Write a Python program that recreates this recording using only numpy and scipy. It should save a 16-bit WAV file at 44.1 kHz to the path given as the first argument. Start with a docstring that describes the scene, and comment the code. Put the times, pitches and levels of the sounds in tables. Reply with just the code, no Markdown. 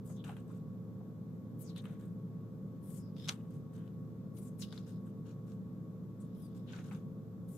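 """Five pages of a wire-bound calendar, turned by hand on a cloth, close to a stereo pair of microphones.
A fingertip slides along the page edge with a falling hiss; the stiff sheet flexes, rustles and pops,
paper drags and squeaks on paper, and the punched holes rub and tick on the wire loops.
The third page catches and snaps free. Further off in the quiet room, a fan hums a little to the left."""
import sys
import numpy as np
from scipy import signal
from scipy.fft import rfft, irfft, next_fast_len
from scipy.io import wavfile
from scipy.ndimage import map_coordinates

SR = 44100
rng = np.random.default_rng(int(sys.argv[2]) if len(sys.argv) > 2 else 0)


def store_pcm(level_fs):
    """Save levels as 16-bit WAV."""
    pcm = np.round(np.clip(level_fs, -1, 1) * 32767).astype(np.int16)
    wavfile.write(sys.argv[1], SR, np.atleast_2d(pcm).T)


N = 333866
TIME = np.arange(N) / SR
PADDED = next_fast_len(N + 8192)
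FREQS = np.fft.rfftfreq(PADDED, 1 / SR)
CUTOFF_HZ = 15750


# The sheet is lifted, swung round the wire and laid down, close to the microphones:
# (time [s], attack [s], length [s], flexing [dB], rubbing on the next page [dB], scraping the wire [dB])
RUSTLES = [(0.239, 0.008, 0.085, -57, -70.5, -64.5), (0.366, 0.005, 0.02, -64.5, -76, -71),
           (0.455, 0.059, 0.12, -72, -74.5, -72), (1.768, 0.0071, 0.019, -61, -65, -61),
           (1.831, 0.022, 0.11, -63, -77, -71.5), (1.981, .02, 0.085, -71, -83, -71),
           (3.266, 0.026, 0.033, -47.5, -59, -53.5), (3.5, .008, 0.061, -74.5, -76.5, -71.5),
           (3.722, 0.021, 0.058, -72, -75, -71.5), (3.77, 0.015, 0.11, -70.5, -88, -80),
           (4.721, 0.0049, 0.066, -66, -64, -71), (4.854, .02, 0.051, -68.5, -69.5, -65.5),
           (5.049, .025, 0.026, -73.5, -81, -69), (5.245, 0.026, 0.063, -68, -69.5, -76),
           (5.454, 0.037, 0.073, -74, -73.5, -71.5), (6.543, .01, 0.026, -77, -72.5, -72),
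           (6.64, 0.19, 0.16, -50, -57, -64), (6.815, 0.035, 0.085, -64, -68.5, -67.5),
           (6.911, 0.014, 0.038, -59, -67.5, -65.5)]
# Spectra of the flexing, rubbing and scraping: (frequency [Hz], relative level [dB])
FLEX_COLOUR = [(200, -8), (700, 7), (1000, 7), (1450, 10), (2000, 1.5), (2900, 3), (3800, -0.5),
               (4400, -17), (12000, -31)]
RUB_COLOUR = [(2000, -18), (3800, -3), (4700, -7), (6800, -3), (7700, -11), (12000, -21)]
SCRAPE_COLOUR = [(5200, -31), (7000, -4), (8000, 2.5), (10000, -4.5), (12500, -1.5), (15500, -17)]

def page_swings(sag_db_per_s=46.5, release_t60=0.2, tremble_db=-13.5, tremble_t60=0.53):
    """The bending sheet rustles low, crackles on the next page and scrapes brightly round the loops."""
    flex = coloured(friction(slips_per_s=800, spread_db=4, smooth=1.0), FLEX_COLOUR)
    rub = coloured(friction(slips_per_s=340, spread_db=10, smooth=1.0), RUB_COLOUR)
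    scrape = coloured(friction(slips_per_s=370, spread_db=5.5, smooth=0.41), SCRAPE_COLOUR)
    levels = 0
    for start, attack_s, length, *layers_db in RUSTLES:
        sag_db = -sag_db_per_s * length
        swing = stroke(start, length, attack_s, release_t60, sag_db)
        tremble = from_db(tremble_db) * stroke(start, length, attack_s, tremble_t60, sag_db)
        levels = np.maximum(levels, from_db(layers_db)[:, None] * np.maximum(swing, tremble))
    return sum(level * off_the_sheet(layer) for level, layer in zip(levels, (flex, rub, scrape)))


# A fingertip on the page edge, close up:
# (time [s], length [s], level [dB], swell [dB], gap resonance from [Hz], to [Hz], overtone [dB])
SLIDES = [(0.035, 0.04, -66, 6.5, 9400, 8000, 1), (0.074, 0.096, -56, -15, 8100, 5800, -2.5),
          (1.564, 0.059, -75, 24.5, 11500, 7800, 7), (1.639, 0.059, -65.5, 5, 7600, 4100, -7),
          (2.811, 0.17, -67.5, 11, 10200, 7600, -0.5), (4.328, 0.064, -70, 13, 10400, 8650, -2),
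          (4.382, 0.094, -65.5, 6.5, 9700, 7600, -2), (4.575, 0.05, -56.5, 8.5, 13900, 4300, -1.5),
          (6.189, 0.025, -66, 4.5, 8700, 8100, -8), (6.335, 0.12, -71.5, 8, 12100, 9000, -2),
          (7.47, 0.11, -65, 4.5, 10200, 6900, 1.5)]
# Hiss round the gap's resonance and its overtone: (multiple of the resonance [ratio], relative level [dB])
GAP_SHAPE = [(.25, -18), (.6, -17), (.82, -12.5), (.92, 0), (1, -3.5), (1.15, 1), (1.4, -17), (3.5, -26)]
GAP_OVERTONE = [(1.1, -43), (1.3, -1.5), (1.48, -3.5), (1.72, -5), (2.1, -11)]

def finger_slides(pressure_db=1.3, max_opening=1.26, attack_s=0.029, release_t60=0.14):
    """Skin hisses on the edge under uneven pressure; the gap between pages falls in pitch as it opens."""
    skin = off_the_sheet(friction(slips_per_s=1300, spread_db=5.0, smooth=1.8))
    hz, frame_s, frames = signal.stft(skin, SR, nperseg=256)
    level, gap_hz, overtone_db = 0, SLIDES[0][4], 0
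    for start, length, db, swell_db, from_hz, to_hz, upper_db in SLIDES:
        level = np.maximum(level, from_db(db) * stroke(start, length, attack_s, release_t60, swell_db))
        opening = np.clip((frame_s - start) / length, 0, max_opening)
        gap_hz = np.where(frame_s >= start, from_hz * (to_hz / from_hz) ** opening, gap_hz)
        overtone_db = np.where(frame_s >= start, upper_db, overtone_db)
    multiple = hz[:, None] / gap_hz
    resonance = from_db(at_hz(GAP_SHAPE, multiple))
    overtone = from_db(overtone_db + at_hz(GAP_OVERTONE, multiple))
    gain = np.hypot(resonance, overtone) * (hz[:, None] < CUTOFF_HZ)
    gain /= np.sqrt(np.mean(gain ** 2, axis=0))   # the glide keeps its power
    hiss = signal.istft(frames * gain, SR, nperseg=256)[1][:, :N]
    return from_db(pressure_db * drift(43)) * level * hiss


# Dry pops of the stiff sheet, close up:
# (time [s], crack [dB], crack resonance [Hz], width [octaves], card thump [dB], wire tick [dB])
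KINKS = [(0.2412, -51, 3000, .55, -65, -63), (0.2938, -54, 2900, .7, -52, -68),
         (0.3672, -59, 2800, .7, -57, -60), (1.762, -51, 3400, .65, -59, -55),
         (1.8405, -63, 2600, .9, -62, -62), (1.8548, -52, 2900, .55, -52, -62),
         (4.7255, -47.5, 3900, .45, -52, -59), (4.7772, -49, 4000, .45, -57, -63),
         (6.7338, -51, 3000, 1.0, -57, -69), (6.9118, -53.5, 2300, .45, -51, -76)]

def kinks(crack_s=0.0008, flutter_db=-2.5, flutter_t60=0.026, room_db=-18, room_t60=0.13):
    """The card buckles: a crack, a flutter and a little room, with a thump below and a wire tick above."""
    out, t = np.zeros((2, N)), TIME[:SR // 6]
    crack = np.sqrt(crack_s * SR) * np.array([t == 0, 0 * t])   # the energy of crack_s in one sample
    decay = np.hypot(from_db(flutter_db - 60 * t / flutter_t60), from_db(room_db - 60 * t / room_t60))
    for time, crack_db, hz, octaves, thump_db, wire_db in KINKS:
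        pop = crack + decay * rng.standard_normal((2, len(t)))
        card = from_db(crack_db) * in_band(pop, hz, octaves)
        thump = from_db(thump_db) * in_band(pop, hz=1230, octaves=1)
        wire = from_db(wire_db) * in_band(pop, hz=10300, octaves=0.66)
        start = int(time * SR)
        out[:, start:start + len(t)] += card - thump - wire
    return out


# Punched holes catching on the wire loops: (time [s], level over a quarter second [dB], dull above [Hz])
TICKS = [(2.012, -91, 15000), (3.1668, -86.5, 5000), (3.277, -73.5, 9080), (3.2815, -71.5, 8000),
         (3.2863, -58.5, 10800), (3.291, -53, 14800), (3.291, -57, 5550), (3.2943, -54.5, 6000),
         (3.3235, -76, 9970), (3.878, -92, 4000), (4.9, -96, 15000), (5.52, -88.5, 9000),
         (6.2235, -92, 19000)]
# Modes of the sheet and binding: (frequency [Hz], relative level [dB], t60 [s])
BINDING_MODES = [(792, 5, 0.13), (1260, 1.5, 0.11), (1332, 7.5, 0.027), (3370, -3.5, 0.078),
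                 (3820, -6, 0.04), (4404, 3, 0.076), (6000, -4, 0.09)]
# Spectrum of the ticks: (frequency [Hz], relative level [dB])
TICK_COLOUR = [(110, -45), (600, 4.5), (950, -15.5), (1300, 8), (1700, -1.5), (3400, 5), (5000, 1.5),
               (6700, 2.5), (8000, -1), (15500, -12)]

def wire_ticks(flutter_t60=0.011, flutter_db=-1, room_t60=0.11, room_db=-7, ring_db=-10):
    """Each catch cracks from straight ahead; the sheet flutters, the binding rings, the room answers."""
    out, t = np.zeros((2, N + SR)), TIME[:SR // 4]
    crack = rms_one(np.array([t == 0, 0 * t]))
    for time, db, dull_hz in TICKS:
        flutter, room = rng.standard_normal((2, 2, len(t)))
        hit = crack + from_db(flutter_db) * rms_one(flutter * from_db(-60 * t / flutter_t60))
        hit += from_db(room_db) * rms_one(room * from_db(-60 * t / room_t60))
        band = signal.butter(2, [dull_hz / 5, dull_hz], "band", fs=SR)   # small catches have no body
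        hit = rms_one(signal.lfilter(*band, hit))
        ring = sum(from_db(level - 60 * t / t60) * np.sin(2 * np.pi * (hz * t + rng.random((2, 1))))
                   for hz, level, t60 in BINDING_MODES)
        start = int(time * SR)
        out[:, start:start + len(t)] += from_db(db) * (hit + from_db(ring_db) * rms_one(ring))
    return coloured(out[:, :N], TICK_COLOUR)


# Low hollow flaps, and brighter brushes during a finger slide:
# (time [s], level [dB], pitch [Hz], width [octaves])
PUFFS = [(0.095, -57, 677, 1.3), (.288, -50.5, 736, 0.53), (.304, -55, 770, 0.73), (0.498, -61, 1080, 0.43),
         (1.001, -61, 740, 0.5), (3.289, -56.5, 850, 1.5), (4.366, -65.5, 4200, 2.2),
         (4.617, -52.5, 3700, 0.96), (6.913, -55.5, 890, 1.5)]

def soft_puffs(rise_s=0.007):
    """Short soft puffs of noise, each swelling quickly and dying in one resonance."""
    out, t = np.zeros((2, N)), TIME[:SR // 6]
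    swell = t / rise_s * np.exp(1 - t / rise_s)
    for time, db, hz, octaves in PUFFS:
        puff = in_band(rng.standard_normal((2, len(t))), hz, octaves)
        start = int(time * SR)
        out[:, start:start + len(t)] += from_db(db) * swell * puff
    return out


# Paper whistling on paper:
# (time [s], end [s], from [Hz], to [Hz], level [dB], width [Hz], clean share [0-1])
SQUEAKS = [(0.158, 0.231, 3620, 3360, -65.5, 280, 0.26), (1.75, 1.815, 3550, 3660, -57.5, 480, 0.2),
           (2.945, 3.136, 5500, 4800, -74, 300, .12), (3.14, 3.299, 4850, 5480, -69, 240, .2),
           (6.34, 6.5, 3000, 3720, -81, 90, .45), (6.415, 6.48, 5200, 4600, -73.5, 150, 0.4),
           (6.665, 6.736, 3460, 3020, -62.5, 650, 0.03), (6.728, 6.752, 1597, 1450, -55.5, 110, 0.7)]

def squeaks():
    """Friction feeds a narrow resonance that glides as the page bends; regular slips make it whistle."""
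    out = np.zeros((2, N))
    for start, end, from_hz, to_hz, db, width_hz, clean in SQUEAKS:
        span = np.arange(int(start * SR), int(end * SR))
        lowpass = signal.butter(2, width_hz, fs=SR, output="sos")
        grain = rms_one(signal.sosfilt(lowpass, rng.standard_normal((2, SR // 2))))
        phase = 2 * np.pi * np.cumsum(np.linspace(from_hz, to_hz, len(span))) / SR
        whistle = np.sqrt(clean) * np.array([np.cos(phase), np.sin(phase)])
        rasp = np.sqrt(1 - clean) * np.sin(phase) * grain[:, :len(span)]
        out[:, span] += from_db(db) * np.sqrt(2 * np.hanning(len(span))) * (whistle + rasp)
    return out


# The corner dragging over the page below:
# (time [s], length [s], level [dB], swell [dB], main resonance [Hz], upper resonance [dB])
DRAGS = [(3.155, 0.1, -65, 8, 3550, -11), (4.659, 0.3, -67, -9.5, 3900, -2),
         (6.23, 0.37, -82.5, 4.5, 3600, -4)]

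def corner_drags(width_hz=800, upper_hz=5150, upper_width_hz=600, hiss_db=-17, wander_s=0.00028):
    """A dry rub: two page resonances over a weak bright hiss, wandering in pitch as the page bends."""
    rub = off_the_sheet(friction(slips_per_s=280, spread_db=4, smooth=1.0))
    wandering_samples = (TIME + wander_s * drift(8.3)) * SR
    upper = 1 / (1 + (2 * (FREQS - upper_hz) / upper_width_hz) ** 2)
    bright = from_db(hiss_db) * (FREQS > 1200)
    out = np.zeros((2, N))
    for start, length, db, swell_db, hz, upper_db in DRAGS:
        main = 1 / (1 + (2 * (FREQS - hz) / width_hz) ** 2)
        ringing = rms_one(filtered(rub, main + from_db(upper_db) * upper + bright))
        motion = stroke(start, length, attack_s=0.018, release_t60=0.25, swell_db=swell_db)
        out += from_db(db) * motion * ringing
    return np.array([map_coordinates(side, [wandering_samples], order=3) for side in out])


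def friction(slips_per_s, spread_db, smooth):
    """Paper fibres slip in tiny bursts of uneven size over a smooth hiss; two unrelated signals."""
    slipping = rng.random(N) < slips_per_s / SR
    sizes = from_db(spread_db * np.minimum(rng.exponential(1, N), 2))
    decay = np.exp(-1 / (0.0024 * SR))   # each burst fades with a 2.4 ms time constant
    bursts = signal.lfilter([1], [1, -decay], slipping * sizes + 1e-18)
    return rms_one((rms_one(bursts) + smooth) * rng.standard_normal((2, N)))


def stroke(start, length, attack_s, release_t60, swell_db):
    """Gain of one movement of the hand: it rises, swells or sags evenly while it lasts, then dies away."""
    t = np.maximum(TIME - start, 0)
    rise = np.sin(np.pi / 2 * np.minimum(t / attack_s, 1)) ** 2
    release_db = -60 * np.maximum(t - length, 0) / release_t60
    return rise * from_db(swell_db * np.minimum(t / length, 1) + release_db)


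def off_the_sheet(x, delay_s=0.0007, reflection=0.3):
    """Sound also bounces off the moving sheet; the changing detour sweeps soft notches through it."""
    detour_s = delay_s * from_db(2.5 * drift(2))
    echo = np.array([np.interp(TIME - detour_s, TIME, side) for side in x])
    return rms_one(x + reflection * echo)


# Air from the fan, further off in the room: (frequency [Hz], relative level [dB])
FAN_AIR = [(25, -36), (60, -30.5), (80, -15.5), (105, -12.5), (128, -10.5), (147, -2), (195, 0),
           (225, -13.5), (270, -13), (400, -21.5), (560, -26.5), (750, -37.5), (1200, -38), (1900, -51.5),
           (6000, -71)]
# How alike that air is at the two microphones: (frequency [Hz], likeness [0-1])
FAN_LIKENESS = [(30, 0.9), (80, 0.3), (130, 0.97), (250, 0.82), (600, 0.72), (1500, 0)]
# Its lean towards the left microphone: (frequency [Hz], left minus right [dB])
FAN_LEAN = [(330, 0), (750, 5), (1150, 0)]
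# Fan and motor tones, in the centre: (frequency [Hz], level [dB])
FAN_TONES = [(112.8, -53), (241, -58), (441.8, -64), (517.6, -68.5), (1110.5, -76)]

def fan(air_db=-45.5, wander_hz=0.792, waver_db=1.7):
    """Rumbling air, its middle range leaning left, and tones that waver more the higher they lie."""
    air = from_db(air_db) * coloured(stereo(rng.standard_normal((2, N)), FAN_LIKENESS), FAN_AIR)
    air = filtered(air, from_db(at_hz(FAN_LEAN, FREQS) * [[.5], [-.5]]))
    tones = 0
    for hz, db in FAN_TONES:
        level = from_db(db + waver_db * np.sqrt(hz / 500) * drift(25.5))
        phase = 2 * np.pi * np.cumsum(hz + wander_hz * drift(4.65)) / SR
        tones += level * np.sin(phase)
    return air + np.sqrt(2) * tones


def from_db(db):
    return 10 ** (np.asarray(db) / 20)


def rms_one(x):
    return x / np.sqrt(np.mean(x ** 2) + 1e-20)


def at_hz(points, hz):
    """Read a spectrum on a log-frequency axis."""
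    f, value = np.transpose(points)
    return np.interp(np.log(hz + 1e-9), np.log(f), value)


def filtered(x, gain):
    """Apply a gain per frequency."""
    return irfft(rfft(x, PADDED) * gain, PADDED)[..., :N]


def coloured(x, spectrum):
    """Give white sound a spectrum and keep its power."""
    return filtered(x, rms_one(from_db(at_hz(spectrum, FREQS)) * (FREQS < CUTOFF_HZ)))


def in_band(x, hz, octaves):
    """Pass white sound through one resonance and keep its power."""
    edges = hz * 2 ** (np.array([-.5, .5]) * octaves)
    band = signal.butter(2, edges, "band", fs=SR, output="sos")
    return signal.sosfilt(band, x) * np.sqrt(SR / 2 / np.diff(edges))


def stereo(pair, likeness):
    """Blend two unrelated signals, as mid and side, into left and right."""
    alike = at_hz(likeness, FREQS)
    mid = filtered(pair[0], np.sqrt((1 + alike) / 2))
    side = filtered(pair[1], np.sqrt((1 - alike) / 2))
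    return np.array([mid + side, mid - side])


def drift(rate_hz):
    """Slow random wander with spread 1."""
    return rms_one(filtered(rng.standard_normal(N), 1 / (1 + (FREQS / rate_hz) ** 2) ** 2))


# How alike the paper is at the two microphones: (frequency [Hz], likeness [0-1])
PAPER_LIKENESS = [(500, 0.79), (3500, 0.14), (8000, 0.068)]
# The right microphone is shaded from the paper's top treble: (frequency [Hz], gain [dB])
RIGHT_SHADE = [(6900, -2), (7600, -17), (8800, -27), (11000, -32.5), (15000, -16)]

def scene(top_hz=14000):
    """Close paper sounds, their treble fading above 14 kHz, and the fan further off."""
    paper = (finger_slides() + page_swings() + corner_drags() + squeaks()
             + soft_puffs() + kinks() + wire_ticks())
    top_fade = 1 / np.sqrt(1 + (FREQS / top_hz) ** 20)
    left, right = filtered(stereo(paper, PAPER_LIKENESS), top_fade)
    right = filtered(right, from_db(at_hz(RIGHT_SHADE, FREQS)))
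    return np.array([left, right]) + fan()


# Faint steady hiss in each channel, cut off above about 14 kHz: (frequency [Hz], relative level [dB])
HISS_LEFT = [(500, 5.5), (2500, -6), (7000, -4), (10000, -8.5), (11900, -4), (12600, 4.5), (13700, 6),
             (14600, -26.5)]
HISS_RIGHT = [(500, 6), (2800, -1), (3500, 9.5), (4300, 3.5), (7000, 3), (14000, -13), (15000, -36)]

def record(dry):
    """Each channel has its own faint hiss; the top is cut."""
    left = from_db(-77.5) * coloured(rng.standard_normal(N), HISS_LEFT)
    right = from_db(-81.0) * coloured(rng.standard_normal(N), HISS_RIGHT)
    lowpass = signal.ellip(10, .1, 80, CUTOFF_HZ, fs=SR, output="sos")
    return signal.sosfilt(lowpass, dry + np.array([left, right]))


dry = scene()
out = record(dry)
store_pcm(out)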